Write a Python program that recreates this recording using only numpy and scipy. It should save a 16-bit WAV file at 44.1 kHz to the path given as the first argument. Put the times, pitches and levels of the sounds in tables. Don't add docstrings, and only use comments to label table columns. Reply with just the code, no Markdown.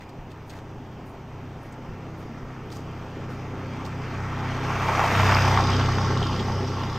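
import sys
import numpy as np
from scipy import signal
from scipy.fft import rfft, irfft, next_fast_len
from scipy.io import wavfile
from scipy.ndimage import map_coordinates

SR = 44100
rng = np.random.default_rng(int(sys.argv[2]) if len(sys.argv) > 2 else 0)


def wrap_up_sound(samples):
    columns = np.atleast_2d(samples).T
    tamed = np.clip(columns, -1, 1)
    steps = np.round(tamed * 32767).astype(np.int16)
    wavfile.write(sys.argv[1], SR, steps)


N = 307818

# time_s, firing_rate_hz
FIRING_RATE = [(0, 31.9), (.5, 31.6), (1.15, 31.35), (1.5, 31.75), (1.85, 31.65), (2.1, 32), (2.8, 31.9),
               (3.6, 32.25), (4.3, 31.95), (5.05, 32.15), (6.1, 31.75), (6.98, 31.8)]
# firing_multiple, front_db, rear_db
SILENCER_HARMONICS = [(1, -9, -13), (2, -9, -8.5), (3, -0.5, 3.5), (4, 0.5, -3), (5, -3.5, -9.5),
                      (6, -15.5, -12), (7, -10.5, -21), (8, -8.5, -16.5), (9, -10, -47), (10, -8.5, -28),
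                      (11, -20, -20), (12, -22, -28)]
# place_cycles, decay_cycles, level_db
GAS_PULSES = [(.0, .2, -32), (0.331, 0.046, 0), (0.582, 0.068, 3.5)]
PISTON_KNOCKS = [(0.161, 0.05, 0.24), (0.661, 0.16, -1.2)]
VALVE_TAPS = [(0.87, 0.18, -2.5), (0.38, 0.065, -4.5)]
# centre_hz, width_hz, gain_db
CASING_MODES = [(827, 87, 4), (937, 85, 0), (1074.4, 64, 2.5), (1178, 116, -1), (1331, 50, -1.5),
                (1510, 160, -11.5), (1710, 63, -11), (1852, 28, -10), (2054, 140, -13.5)]
HEAD_MODES = [(2940, 130, 2.5), (3030, 81, 4.5), (3320, 640, -2.5), (5010, 280, 4), (5960, 660, -4.5),
              (8000, 550, -20)]
# firing_multiple, level_db
GEAR_TONES = [(34, -35), (43, -36.5), (49, -41), (58, -45)]
# start_s, level_db, pitch_hz
HARD_KNOCKS = [(4.994, -8.5, 1000), (5.001, -15.5, 1210), (5.039, -12.5, 800), (5.103, -14, 870),
               (5.116, -13, 900), (5.15, -13, 745), (5.198, -9, 780), (5.232, -11, 775),
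               (5.266, -13.5, 720), (5.302, -16, 720), (5.368, -11.5, 1250), (5.386, -13.5, 950),
               (5.574, -9.5, 1120), (5.795, -14.5, 900), (5.812, -18, 880), (5.889, -18, 870),
               (5.983, -13.5, 1060), (6.218, -17.5, 829), (6.834, -21.5, 880)]
# start_s, length_s, level_db, pitch_hz
TICKS_AND_RATTLES = [(5.004, 0.006, -33.5, 5800), (5.347, 0.0051, -28, 5060), (5.476, 0.005, -36, 5000),
                     (5.715, 0.048, -38, 3080), (5.812, 0.0073, -33.5, 3100), (6.216, 0.05, -39, 3100),
                     (6.28, 0.078, -43, 2950), (6.385, 0.026, -40, 3250), (6.668, .025, -50, 5460),
                     (6.77, 0.064, -47, 2950)]
DRONE_PATTERN = (-23, -24.5, -28, -26.5, -25, -24, -25)
PUFF_PATTERN = (-25.5, -34, -35, -35.5, -31, -26.5, -20.5)
KNOCK_PATTERN = (-42, -34.5, -26, -35.5, -28, -27, -21)
VALVE_PATTERN = (-51, -52.5, -46, -39, -35, -33, -34.5)
TYRE_PATTERN = (-34.5, -31, -26, -24, -25.5, -31.5, -33)
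# start_s, level_db
FOOTFALLS = [(0.186, -33), (0.773, -35), (1.331, -51), (1.888, -31), (2.428, -32), (3.008, -41)]
# start_s, length_s, level_db, pitch_hz
SOLE_SCUFFS = [(0.005, 0.033, -51, 2200), (0.088, 0.014, -54, 4500), (0.301, 0.03, -53, 3200),
               (0.493, 0.02, -49.5, 4000), (0.495, 0.09, -49, 1500), (0.555, 0.05, -57.5, 5000),
               (1.719, 0.023, -57, 7000), (2.708, 0.057, -49.5, 4800), (2.745, 0.055, -52, 5600),
               (3.845, 0.038, -50.5, 5200)]
# start_s, level_db, pitch_hz
SOLE_SNAPS = [(0.318, -39, 3200), (0.497, -41, 7000), (0.503, -39, 4200), (0.589, -41, 3200),
              (1.742, -34.5, 790), (2.703, -39, 3000), (2.725, -35, 4270), (2.769, -37, 4800),
              (3.853, -34, 4000), (3.863, -35, 4500)]
# frequency_hz, gain_db
PUFF_SPECTRUM = [(20, -8), (60, -7.5), (150, -3), (260, 0), (330, -3.5), (390, 0.5), (460, -5.5),
                 (540, -4.5), (660, -16.5), (1200, -38), (3000, -45)]
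GRIT_SPECTRUM = [(100, -35.5), (400, 0.5), (600, 2), (800, 1.5), (1250, 3), (1700, 0.5), (2400, -4),
                 (3100, -9), (4000, -18), (6000, -15.5), (8000, -27.5), (11000, -33.5), (15700, -40)]
TREAD_SPECTRUM = [(2000, -30), (5500, -2), (9000, 1), (13500, 2.5), (15700, -4)]
TREE_SPECTRUM = [(20, -2), (60, -5), (130, 0), (250, -15.5), (400, -15.5), (600, -9.5), (850, -6),
                 (1250, -17.5), (1800, -23.5), (2800, -25), (4200, -36), (6000, -34.5), (9500, -46.5),
                 (15500, -41)]
# frequency_hz, t60_s
LANE_DECAY = [(100, 0.12), (1000, 0.15), (10000, 0.13)]
# frequency_hz, side_gain_db
STEREO_WIDTH = [(1800, -80), (2600, -57), (3600, -0.5), (5000, -8.5), (7000, -25), (10000, -1.5),
                (13000, -7.5), (15000, -49)]
# frequency_hz, gain_db
PORT_RESPONSE = [(3000, 0), (4400, -1.5), (4700, -0.5), (5050, -2), (5500, -2), (6000, -0.5), (6500, -1.5),
                 (7000, -3.5), (8000, -2.5), (9300, -8.5), (10300, -7.5), (11500, -8.5), (13400, -1.5),
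                 (15500, -9)]

PASS_S, CLOSEST_M, BIKE_M_PER_S = 5.217, 1.905, 4.09
CLEAR_S, CLEAR_TAKES_S, CLEAR_DB = 5.168, .01, 5.5
FAR_FACING = 0.3


def exhaust(cycle, distance, bearing, dispersion_rad=.9, waver_db=0.1764, fade_db=1.1):
    clear = .5 + .5 * np.tanh((np.arange(N) / SR - CLEAR_S) / (2 * CLEAR_TAKES_S))
    facing = np.clip(clear * FAR_FACING + (1 - FAR_FACING) / distance ** 2, 0, 1)
    drone, power = np.zeros(N), np.zeros(N)
    for k, front_db, rear_db in SILENCER_HARMONICS:
        gain = amp(front_db + facing * (rear_db - front_db))
        fading = amp((waver_db * k + fade_db * (1 - facing)) * wobble(9))
        phase_lag = dispersion_rad * k * k
        drone += gain * fading * np.sin(2 * np.pi * k * cycle - phase_lag)
        power += gain ** 2 / 2
    return radiation(DRONE_PATTERN, distance, bearing) * amp(CLEAR_DB * clear) * drone / np.sqrt(power)


def engine(cycle, distance, bearing):
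    puffs = colour(bursts(cycle, GAS_PULSES, scatter_db=0.7, steady=0.41), PUFF_SPECTRUM)
    knocks = resonate(bursts(cycle, PISTON_KNOCKS, scatter_db=5.5, steady=0.22), CASING_MODES)
    taps = bursts(cycle, VALVE_TAPS, scatter_db=4.5, steady=0.38)
    oiled_taps = colour(taps, [(7500, -9), (10500, -8.0), (13000, -23)])
    ticks = resonate(oiled_taps, HEAD_MODES)
    return (radiation(PUFF_PATTERN, distance, bearing) * unit(puffs)
            + radiation(KNOCK_PATTERN, distance, bearing) * unit(knocks)
            + radiation(VALVE_PATTERN, distance, bearing) * unit(ticks))


def hard_knocks(t60_s=0.023, width_hz=750):
    track = np.zeros((2, N))
    for start_s, db, hz in HARD_KNOCKS:
        ring = impact(hz, width_hz, t60_s, size=SR // 8)
        knock = colour(ring, [(200, -16.0), (700, 7.5), (2500, -3.5), (6000, -14), (10000, -37)])
        add(track, start_s, amp(db) * knock / np.abs(knock[0]).max())
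    return track


def tyres(distance, bearing, hiss_db=-46):
    grit = noise() * amp(0.99 * wobble(500) + 0.77 * wobble(40))
    crunch = radiation(TYRE_PATTERN, distance, bearing) * unit(colour(grit, GRIT_SPECTRUM))
    tread = noise() * amp(1.8 * wobble(1000))
    beam = distance ** -4
    return crunch + amp(hiss_db) * beam * unit(colour(tread, TREAD_SPECTRUM))


def gears(cycle, distance, bearing, waver_db=3, front_db=-19.5):
    whine = sum(amp(db + waver_db * wobble(12)) * np.sin(2 * np.pi * k * cycle + .5 * wobble(25))
                for k, db in GEAR_TONES)
    return radiation((front_db, 0), distance, bearing) * whine


def ticks_and_rattles():
    rings = scrapes(TICKS_AND_RATTLES, relative_width=0.1, grain_db=5.0)
    return colour(rings, [(6000, 2.5), (10000, -10)])


def footfalls(thump_hz=33, thump_t60_s=0.24, heel_hz=150, heel_t60_s=0.067, heel_db=4):
    track, t = np.zeros((2, N)), np.arange(SR // 4) / SR
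    thump = amp(-60 * t / thump_t60_s) * np.sin(2 * np.pi * thump_hz * t)
    heel = amp(heel_db - 60 * t / heel_t60_s) * np.sin(2 * np.pi * heel_hz * t)
    for start_s, db in FOOTFALLS:
        add(track, start_s, amp(db) * (thump - heel))
    return track


def scuffs(swish_lag_s=.277, swish_s=0.079, swish_db=-61.5, swish_hz=10500):
    swishes = [(start_s + swish_lag_s, swish_s, swish_db, swish_hz) for start_s, _ in FOOTFALLS]
    return scrapes(swishes + list(SOLE_SCUFFS), relative_width=0.6, grain_db=3.5)


def snaps(t60_s=0.013, relative_width=0.44):
    track = np.zeros((2, N))
    for start_s, db, hz in SOLE_SNAPS:
        crack = impact(hz, relative_width * hz, t60_s, size=SR // 16)
        add(track, start_s, amp(db) * crack / np.abs(crack[0]).max())
    return track


def trees(level_db=-46.0, drift_db=0.63):
    return amp(level_db + drift_db * wobble(1.6)) * unit(colour(noise(), TREE_SPECTRUM))


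def road_bounce(x, distance, lag_s=0.001136, share=0.06):
    n = np.arange(N)
    reflection = np.array([np.interp(n - lag_s * SR / distance, n, channel) for channel in x])
    return x + share * reflection


def lane_echo(x, level_db=-11.5):
    hz, t, spectra = signal.stft(noise(size=SR // 2), SR, nperseg=256)
    decay = amp(-60 * t / along(LANE_DECAY, hz)[:, None])
    tail = signal.istft(spectra * decay, SR, nperseg=256)[1]
    echo = signal.fftconvolve(x[:1], tail / np.linalg.norm(tail[0]), axes=1)
    return amp(level_db) * echo[:, :N]


def foliage_fading(x, depth_db=0.98, width_bins=2.96, length_frames=9):
    spectra = signal.stft(x, nperseg=512)[2]
    offsets = np.arange(-24, 25)
    patch = np.outer(np.exp(-(offsets / width_bins) ** 2), np.exp(-(offsets / length_frames) ** 2))
    field = signal.fftconvolve(rng.standard_normal(spectra.shape[1:]), patch, "same")
    return signal.istft(spectra * amp(depth_db * unit(field)), nperseg=512)[1][:, :N]


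def ride():
    past = (np.arange(N) / SR - PASS_S) * BIKE_M_PER_S / CLOSEST_M
    return np.hypot(1, past), .5 + np.arctan(past) / np.pi


def radiation(pattern_db, distance, bearing):
    return amp(np.interp(bearing, np.linspace(0, 1, len(pattern_db)), pattern_db)) / distance


def bursts(cycle, blows, scatter_db, steady):
    power = np.full(N, steady ** 2)
    for place, decay, db in blows:
        turn = cycle - place + 2
        chance = rng.uniform(-1, 1, int(cycle[-1]) + 8)[turn.astype(int)]
        power += (amp(db + scatter_db * chance) * np.exp(-(turn % 1) / decay)) ** 2
    return np.sqrt(power) * noise()


def impact(hz, width_hz, t60_s, size):
    t = np.arange(size) / SR
    return resonate(noise(size) * amp(-60 * t / t60_s), [(hz, width_hz, 0)])


def scrapes(rows, relative_width, grain_db):
    track, t = np.zeros((2, N)), np.arange(SR // 4) / SR
    for start_s, length_s, db, hz in rows:
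        grains = noise(size=len(t)) * amp(grain_db * wobble(920)[:len(t)])
        ring = unit(resonate(grains, [(hz, relative_width * hz, 0)]))
        age = 3 * t / length_s
        add(track, start_s, amp(db) * age * np.exp(1 - age) * ring)
    return track


def resonate(x, modes):
    return filtered(x, lambda f: sum(
        (-1) ** k * amp(db) * 1j * f * width / (centre * centre - f * f + 1j * f * width)
        for k, (centre, width, db) in enumerate(modes)))


def colour(x, points):
    gains = amp(along(points, np.fft.rfftfreq(SR, 1 / SR)))
    cepstrum = irfft(np.log(gains))
    cepstrum[1:SR // 2] *= 2
    cepstrum[SR // 2 + 1:] = 0
    ring = irfft(np.exp(rfft(cepstrum)))[:SR // 4]
    return signal.fftconvolve(np.atleast_2d(x), ring[None], axes=1)[:, :x.shape[-1]]


def filtered(x, response):
    size = 2 * next_fast_len(x.shape[-1] // 2 + SR // 4)
    spectrum = rfft(x, size) * response(np.fft.rfftfreq(size, 1 / SR))
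    return irfft(spectrum, size)[..., :x.shape[-1]]


def along(points, hz):
    frequencies, values = np.transpose(points)
    return np.interp(np.log(hz + 1), np.log(frequencies + 1), values)


def wobble(rate_hz):
    knots = rng.standard_normal(int(N * rate_hz / SR) + 4)
    return map_coordinates(knots, [np.arange(N) * rate_hz / SR])


def noise(size=N):
    return rng.standard_normal((2, size))


def add(track, start_s, sound):
    part = track[:, max(round(start_s * SR), 0):][:, :sound.shape[-1]]
    part += sound[..., :part.shape[-1]]


def amp(db):
    return 10 ** (np.asarray(db) / 20)


def unit(x):
    return x / np.sqrt(np.mean(x ** 2) + 1e-20)


def scene():
    firing_hz = np.interp(np.arange(N) / SR, *np.transpose(FIRING_RATE))
    cycle = np.cumsum(firing_hz * (1 + .002 * wobble(9))) / SR
    distance, bearing = ride()
    clatter = engine(cycle, distance, bearing) + tyres(distance, bearing)
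    clatter += gears(cycle, distance, bearing) + hard_knocks() + ticks_and_rattles()
    clatter = road_bounce(clatter, distance)
    surroundings = foliage_fading(clatter + lane_echo(clatter) + trees())
    mid, side = surroundings + footfalls() + scuffs() + snaps()
    side = filtered(side, lambda hz: amp(along(STEREO_WIDTH, hz)))
    return exhaust(cycle, distance, bearing) + np.array([mid + side, mid - side])


def record(dry, top_hz=15730):
    return filtered(colour(dry, PORT_RESPONSE), lambda hz: hz < top_hz)


dry = scene()
out = record(dry)
wrap_up_sound(out)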